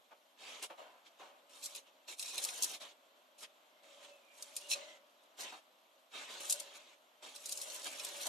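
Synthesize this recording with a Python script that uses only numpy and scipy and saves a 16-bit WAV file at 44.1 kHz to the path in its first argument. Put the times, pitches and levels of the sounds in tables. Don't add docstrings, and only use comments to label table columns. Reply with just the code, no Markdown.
import sys
import numpy as np
from scipy import signal
from scipy.fft import rfft, irfft
from scipy.io import wavfile
from scipy.ndimage import uniform_filter1d

SR = 44100
rng = np.random.default_rng(int(sys.argv[2]) if len(sys.argv) > 2 else 0)


def to_wav(s):
    ch = np.atleast_2d(s).T
    pcm = np.round(np.clip(ch, -1, 1) * 32767)
    wavfile.write(sys.argv[1], SR, pcm.astype(np.int16))


N = 365148
T = np.arange(N) / SR
HZ = np.fft.rfftfreq(N, 1 / SR)


def amp(db):
    return 10 ** (np.asarray(db) / 20)


def unit(x):
    return x / np.sqrt(np.mean(x ** 2) + 1e-20)


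def shape(points):
    f, db = np.transpose(points)
    return amp(np.interp(np.log(HZ + 1), np.log(f + 1), db))


def colour(x, gain):
    cepstrum = irfft(np.log(np.maximum(unit(gain), 1e-5)), N)
    cepstrum[1:N // 2] *= 2
    cepstrum[N // 2 + 1:] = 0
    ringing = irfft(np.exp(rfft(cepstrum)), N)[:4096]
    return signal.oaconvolve(x, ringing)[:N]


def wobble(rate_hz):
    return unit(irfft(rfft(rng.standard_normal(N)) / (1 + (HZ / rate_hz) ** 2), N))


def bell(middle_s, length_s):
    return np.exp(-np.minimum((2 * (T - middle_s) / length_s) ** 2, 50))


def add(mix, start_s, sound):
    part = mix[max(round(start_s * SR), 0):][:len(sound)]
    part += sound[:len(part)]


# f/Hz, side gain/dB
STEREO_WIDTH = [(60, -1), (150, -20), (400, -8), (700, -8), (1300, 3), (2400, -3), (4500, -3.5),
                (9000, -1.5), (15000, 1)]
def spread(mid, side):
    side = irfft(rfft(side) * shape(STEREO_WIDTH), N)
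    return np.array([mid + side, mid - side])


# f/Hz, relative level/dB
TOWN_TONE = [(20, -52), (80, -52), (125, -26.5), (180, -13), (260, -0.5), (440, -4), (600, 9), (780, 2),
             (1020, 1.5), (1800, -8), (3300, -3.5), (5000, -14.5), (9000, -26.5), (15000, -34)]
def town(level_db=-70.5, swell_db=1):
    mid, side = (unit(colour(rng.standard_normal(N), shape(TOWN_TONE))) for _ in range(2))
    return amp(level_db + swell_db * wobble(rate_hz=1)) * spread(mid, side)


def echoes(early_db, early_s, tail_db, tail_s):
    t = np.arange(SR // 2) / SR
    taps = rng.choice([-1, 1], len(t)) * (rng.random(len(t)) < 5000 / SR) * (t > 0.0007)
    early = taps * np.exp(-t / early_s)
    tail = np.roll(taps * amp(-60 * t / tail_s), 300)
    return amp(early_db) * early / np.linalg.norm(early) + amp(tail_db) * tail / np.linalg.norm(tail)


def yard(direct, patterns=8, changes_per_s=14):
    mid, side = np.zeros((2, N))
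    for k in range(patterns):
        away = abs((T * changes_per_s - k + patterns / 2) % patterns - patterns / 2)
        part = direct.mean(0) * np.cos(np.pi / 2 * np.minimum(away, 1))
        mid_echoes = echoes(early_db=-8.5, early_s=0.0077, tail_db=-21, tail_s=0.21)
        side_echoes = echoes(early_db=0.5, early_s=0.0045, tail_db=-22, tail_s=0.51)
        mid += signal.oaconvolve(part, mid_echoes)[:N]
        side += signal.oaconvolve(part, side_echoes)[:N]
    return direct + spread(mid, side)


# start t/s, length/s, first f/Hz, last f/Hz, relative level/dB
WHISTLE_GLIDES = [(3.64, 0.41, 2140, 2080, -81.5), (3.964, 0.27, 2850, 2500, -71),
                  (4.211, 0.21, 2450, 2330, -66.5), (4.59, .14, 2730, 2990, -61),
                  (4.78, 0.24, 2140, 1970, -65.5)]
def whistles(level_db=-1):
    glides = np.zeros(N, complex)
    for start, length, first_hz, last_hz, db in WHISTLE_GLIDES:
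        progress = np.arange(0, length, 1 / SR) / length
        turns = np.cumsum(first_hz + (last_hz - first_hz) * progress) / SR
        add(glides, start, amp(db) * np.sin(np.pi * progress) * np.exp(2j * np.pi * turns))
    blur = wobble(rate_hz=55) + 1j * wobble(rate_hz=55)
    return amp(level_db) * (glides * blur).real


# f/Hz, relative level/dB
FLEX_NOTES = [(567, 0), (621, -3)]
def flex(bend, level_db=-7, flutter=0.35, drift_hz=9):
    hum = 0
    for hz, db in FLEX_NOTES:
        turns = np.cumsum(hz + drift_hz * wobble(rate_hz=25)) / SR
        hum += amp(db) * (1 + flutter * wobble(rate_hz=72)) * np.sin(2 * np.pi * turns)
    return amp(level_db) * bend * unit(hum)


def grit(per_s, spread_db):
    size = amp(spread_db * np.minimum(rng.exponential(1, N), 4))
    return unit(size * rng.choice([-1, 1], N) * (rng.random(N) < per_s / SR))


# t/s, relative level/dB, fade time/s
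MORTAR_PATS = [(0.107, -50, 0.019), (0.696, -41.5, 0.019), (0.778, -54, 0.11), (1.191, -52.5, 0.079),
               (2.810, -69, 0.061), (5.519, -46.5, 0.027), (6.132, -52.5, 0.02), (8.253, -40, 0.025)]
# f/Hz, relative level/dB
PAT_TONE = [(60, -76), (150, -31), (280, -8), (430, -7), (630, 5.5), (800, 2), (1050, 1.5), (1900, -11.5),
            (2600, -7), (5000, -23), (15000, -37)]
def pats(rise_s=0.01):
    t, push = np.arange(SR // 2) / SR, np.zeros(N)
    for start, db, fade_s in MORTAR_PATS:
        add(push, start, amp(db) * (1 - np.exp(-t / rise_s)) * np.exp(-t / fade_s))
    return colour(push * grit(per_s=8000, spread_db=3), shape(PAT_TONE))


# f/Hz, width/Hz, relative level/dB
BLADE_NOTES = [(2470, 90, -1), (2680, 130, -3), (3480, 120, -7), (3790, 70, -5), (3995, 90, -2),
               (4220, 90, -3), (5400, 200, -6), (5870, 90, -5), (6490, 70, -6), (6860, 70, -6),
               (7600, 140, -5), (8500, 70, -5), (9380, 80, -6)]
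def blade_ring():
    return sum(amp(db) ** 2 / (1 + (2 * (HZ - hz) / width) ** 2) for hz, width, db in BLADE_NOTES)


def deep_ring(force, sharpness):
    band = 1 / (1 + (HZ / 7500) ** 8) / (1 + (2200 / (HZ + 1)) ** 6)
    return colour(force, band * blade_ring() ** sharpness)


# f/Hz, relative level/dB
EDGE_TONE = [(40, -30), (120, -35), (300, -13.5), (1000, -20), (1900, -23.5), (2600, -14.5), (4000, 1),
             (4800, 1.5), (7000, 4), (10000, 1.5), (13000, -8), (16000, -29.5)]
def steel(force):
    return colour(force, shape(EDGE_TONE) * np.sqrt(1 + 2 * blade_ring()))


def wander(x, patchy_db, patch_s=0.024, patch_hz=500):
    hz, t, spectrum = signal.stft(x, SR, nperseg=256, noverlap=192)
    patches = rng.standard_normal(spectrum.shape)
    for _ in range(2):
        patches = uniform_filter1d(patches, round(patch_s / t[1]), axis=1)
        patches = uniform_filter1d(patches, round(patch_hz / hz[1]), axis=0)
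    depth = np.minimum(hz / 2000, 1)[:, None]
    gain = amp(patchy_db * depth * unit(patches))
    return signal.istft(spectrum * gain, SR, nperseg=256, noverlap=192)[1][:N]


# middle t/s, length/s, level/dB
CHATTER_BURSTS = [(1.63, 0.019, -52.5), (1.772, 0.05, -58), (2.094, 0.031, -49.5), (2.31, 0.19, -53),
                  (2.747, 0.023, -49), (4.72, 0.037, -41.5)]
def chatter():
    push = sum(amp(db) * bell(middle, length) for middle, length, db in CHATTER_BURSTS)
    return deep_ring(push * grit(per_s=1500, spread_db=1.5), sharpness=0.65)


# t/s, relative level/dB, relative depth of the bite/dB, number of snaps
GRIT_CATCHES = [(0.6257, -32, -25, 1), (1.636, -52, -15, 1), (1.6582, -28, -34, 1), (1.75, -32.5, -14.5, 2),
                (2.1944, -27, -13, 1), (2.2259, -27.5, -11, 1), (2.3794, -23, -6.5, 1),
                (2.4391, -22, -23, 2), (2.487, -38.5, 4, 1), (2.6231, -18.5, -29, 3),
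                (4.424, -31.5, -40, 1), (4.565, -24.5, -15, 1), (4.7134, -28.5, 3.5, 3),
                (5.234, -57, -14, 1), (6.4973, -19, -32, 2), (6.524, -18.5, -35, 1), (6.5993, -29, -29, 1),
                (7.3602, -35, -14, 1), (7.458, -28, -34, 1), (7.4928, -28, -20, 1), (7.5225, -24, -24, 1),
                (7.574, -29.5, -19, 1), (7.6148, -27, -44, 1), (7.8435, -31.5, -16, 1),
                (7.996, -35, 0.5, 1), (8.0476, -26.5, -15, 1), (8.267, -23.5, -24, 1)]
def catches(level_db=-10, snap_db=7, deep_db=6, left_db=1.5, build_s=0.0007, crumble_s=0.0046):
    skip_s = 0.0098
    t = np.arange(-SR // 200, SR // 20) / SR
    burst = np.exp(np.where(t < 0, t / build_s, -t / crumble_s))
    snap = amp(snap_db) * (t == 0)
    bright, deep = np.zeros((2, N))
    for first, db, depth_db, snaps in GRIT_CATCHES:
        for start in first + skip_s * np.arange(round(snaps)):
            force = amp(db + level_db) * (burst * rng.standard_normal(len(t)) + snap)
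            add(bright, start + build_s + t[0], force)
            add(deep, start + build_s + t[0], force * amp(depth_db + deep_db))
    bright = np.convolve(bright, [1, -0.2])[:N]
    toward_left = amp([[left_db / 2], [-left_db / 2]])
    return toward_left * wander(steel(bright), patchy_db=1) + deep_ring(deep, sharpness=0.53)


def grinding(level_db=-25, build_s=0.011, fade_s=0.025):
    t = np.arange(-SR // 8, SR // 8) / SR
    swell = np.exp(np.where(t < 0, t / build_s, -t / fade_s))
    grind = np.zeros(N)
    for time, db, *_ in GRIT_CATCHES:
        add(grind, time + t[0], amp(db + level_db) * swell)
    return grind


def scrape(bite, level_db=-2, judder_db=1.5, crackle_db=-7):
    grains = grit(per_s=4000, spread_db=3.2) + amp(crackle_db) * grit(per_s=70, spread_db=2.5)
    force = grains * bite * amp(judder_db * wobble(rate_hz=54))
    return amp(level_db) * wander(steel(force), patchy_db=2.5)


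# f/Hz, relative level/dB
MORTAR_TONE = [(60, -57), (150, -22.5), (250, -5.5), (450, 0.5), (1000, 2), (1500, -3), (1800, -4),
               (2600, 3), (3600, 3.5), (4900, -6.5), (7200, -6), (10000, -20.5), (12500, -26),
               (16000, -51.5)]
def smear(drag, level_db=-1, lumpy_db=0.65):
    force = grit(per_s=14000, spread_db=1) * drag * amp(lumpy_db * wobble(rate_hz=54))
    return amp(level_db) * wander(colour(force, shape(MORTAR_TONE)), patchy_db=2)


# middle t/s, drag on mortar/dB, bite on brick/dB
TIP_JABS = [(0.639, -46.5, -49), (1.069, -62.5, -80), (1.568, -61.5, -62), (1.651, -69, -47),
            (1.88, -67.5, -92), (2.752, -52.5, -55), (3.436, -52, -64), (4.045, -57, -66),
            (4.718, -53.5, -38.5), (5.408, -58, -49.5), (6.761, -56.5, -60), (7.87, -44, -53),
            (8.222, -55.5, -47.5)]
def jabs(length_s=0.04):
    drag = sum(amp(db) * bell(middle, length_s) for middle, db, _ in TIP_JABS)
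    bite = sum(amp(db) * bell(middle, length_s) for middle, _, db in TIP_JABS)
    return drag, bite


# start t/s, length/s, rise/s, change in push from start to end/dB,
# drag on mortar/dB, bite on brick/dB, bend of the blade/dB
TROWEL_STROKES = [(0.35, 0.25, .2, -13.5, -49, -63.5, -77), (0.764, 0.16, 0.023, -17, -69.5, -82, -72),
                  (1.18, 0.13, .02, -12, -66.5, -81, -77), (1.489, 0.3, 0.01, 7.5, -63, -63.5, -67.5),
                  (2.073, 0.059, 0.011, -1.5, -55, -55.5, -76), (2.173, 0.13, 0.024, 6, -57.5, -52.5, -71),
                  (2.31, 0.44, 0.035, -1.5, -52.5, -51.5, -63.5), (2.795, .13, 0.021, -21, -56.5, -66, -65),
                  (3.376, 0.06, .008, 5, -65.5, -59, -68), (3.819, 0.28, .02, 2, -64, -77, -60),
                  (4.084, 0.26, 0.024, -11, -77, -83, -82), (4.283, 0.49, .12, 5.5, -62.5, -65, -62.5),
                  (4.726, 0.24, 0.039, -6.5, -58, -76, -57), (5.357, 0.23, 0.087, -21, -52.5, -62.5, -68.5),
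                  (6.1, 0.2, 0.097, -12.5, -49.5, -65, -79), (6.285, .11, 0.028, 0, -51, -59.5, -70),
                  (6.396, 0.13, 0.011, -0.5, -53, -51, -61), (6.533, 0.41, 0.016, -11.5, -60, -75, -63),
                  (7.214, 0.14, 0.025, -13, -56, -65, -62), (7.333, 0.3, 0.033, 9, -60.5, -56.5, -64),
                  (7.628, 0.19, 0.055, -3, -54, -52.5, -63), (7.822, 0.45, 0.017, 2.5, -53, -53, -58)]
def strokes(levels_db, release_s):
    push = np.zeros(N)
    for (start, length, rise, swell_db, *_), db in zip(TROWEL_STROKES, levels_db):
        t = np.arange(0, length + 10 * release_s, 1 / SR)
        attack = np.sin(np.pi / 2 * np.minimum(t / rise, 1)) ** 2
        lean = amp(db + swell_db * (np.minimum(t / length, 1) - 0.5))
        lift = np.exp(-np.maximum(t - length, 0) / release_s)
        add(push, start, attack * lean * lift)
    return push


def hand(rest_drag_db=-77.5, rest_bite_db=-83.5, rest_bend_db=-80, rub_fade_s=0.012, hum_fade_s=0.065):
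    *_, drag_db, bite_db, bend_db = np.transpose(TROWEL_STROKES)
    jab_drag, jab_bite = jabs()
    drag_power = strokes(drag_db, rub_fade_s) ** 2 + jab_drag ** 2 + amp(rest_drag_db) ** 2
    bite_power = strokes(bite_db, rub_fade_s) ** 2 + jab_bite ** 2 + amp(rest_bite_db) ** 2
    bend_power = strokes(bend_db, hum_fade_s) ** 2 + amp(rest_bend_db) ** 2
    return np.sqrt([drag_power, bite_power + grinding() ** 2, bend_power])


def scene():
    drag, bite, bend = hand()
    trowel = smear(drag) + scrape(bite) + chatter() + flex(bend) + pats() + catches()
    return yard(trowel + whistles()) + town()


# f/Hz, left minus right level/dB
MIC_BALANCE = [(400, -0.5), (1200, 1.5), (2400, 0), (4400, -1.5), (8000, -0.5), (14000, 8.5)]
def record(dry, whine_hz=12269, whine_db=-86, cutoff_hz=15300):
    tilt = np.sqrt(shape(MIC_BALANCE))
    heard = irfft(rfft(dry) * np.array([tilt, 1 / tilt]), N)
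    whine = amp(whine_db) * np.sqrt(2) * np.sin(2 * np.pi * whine_hz * T)
    treble_cut = signal.firwin(301, cutoff_hz, window=("kaiser", 7), fs=SR)
    return signal.oaconvolve(heard + whine, treble_cut[None], "same")


dry = scene()
out = record(dry)
to_wav(out)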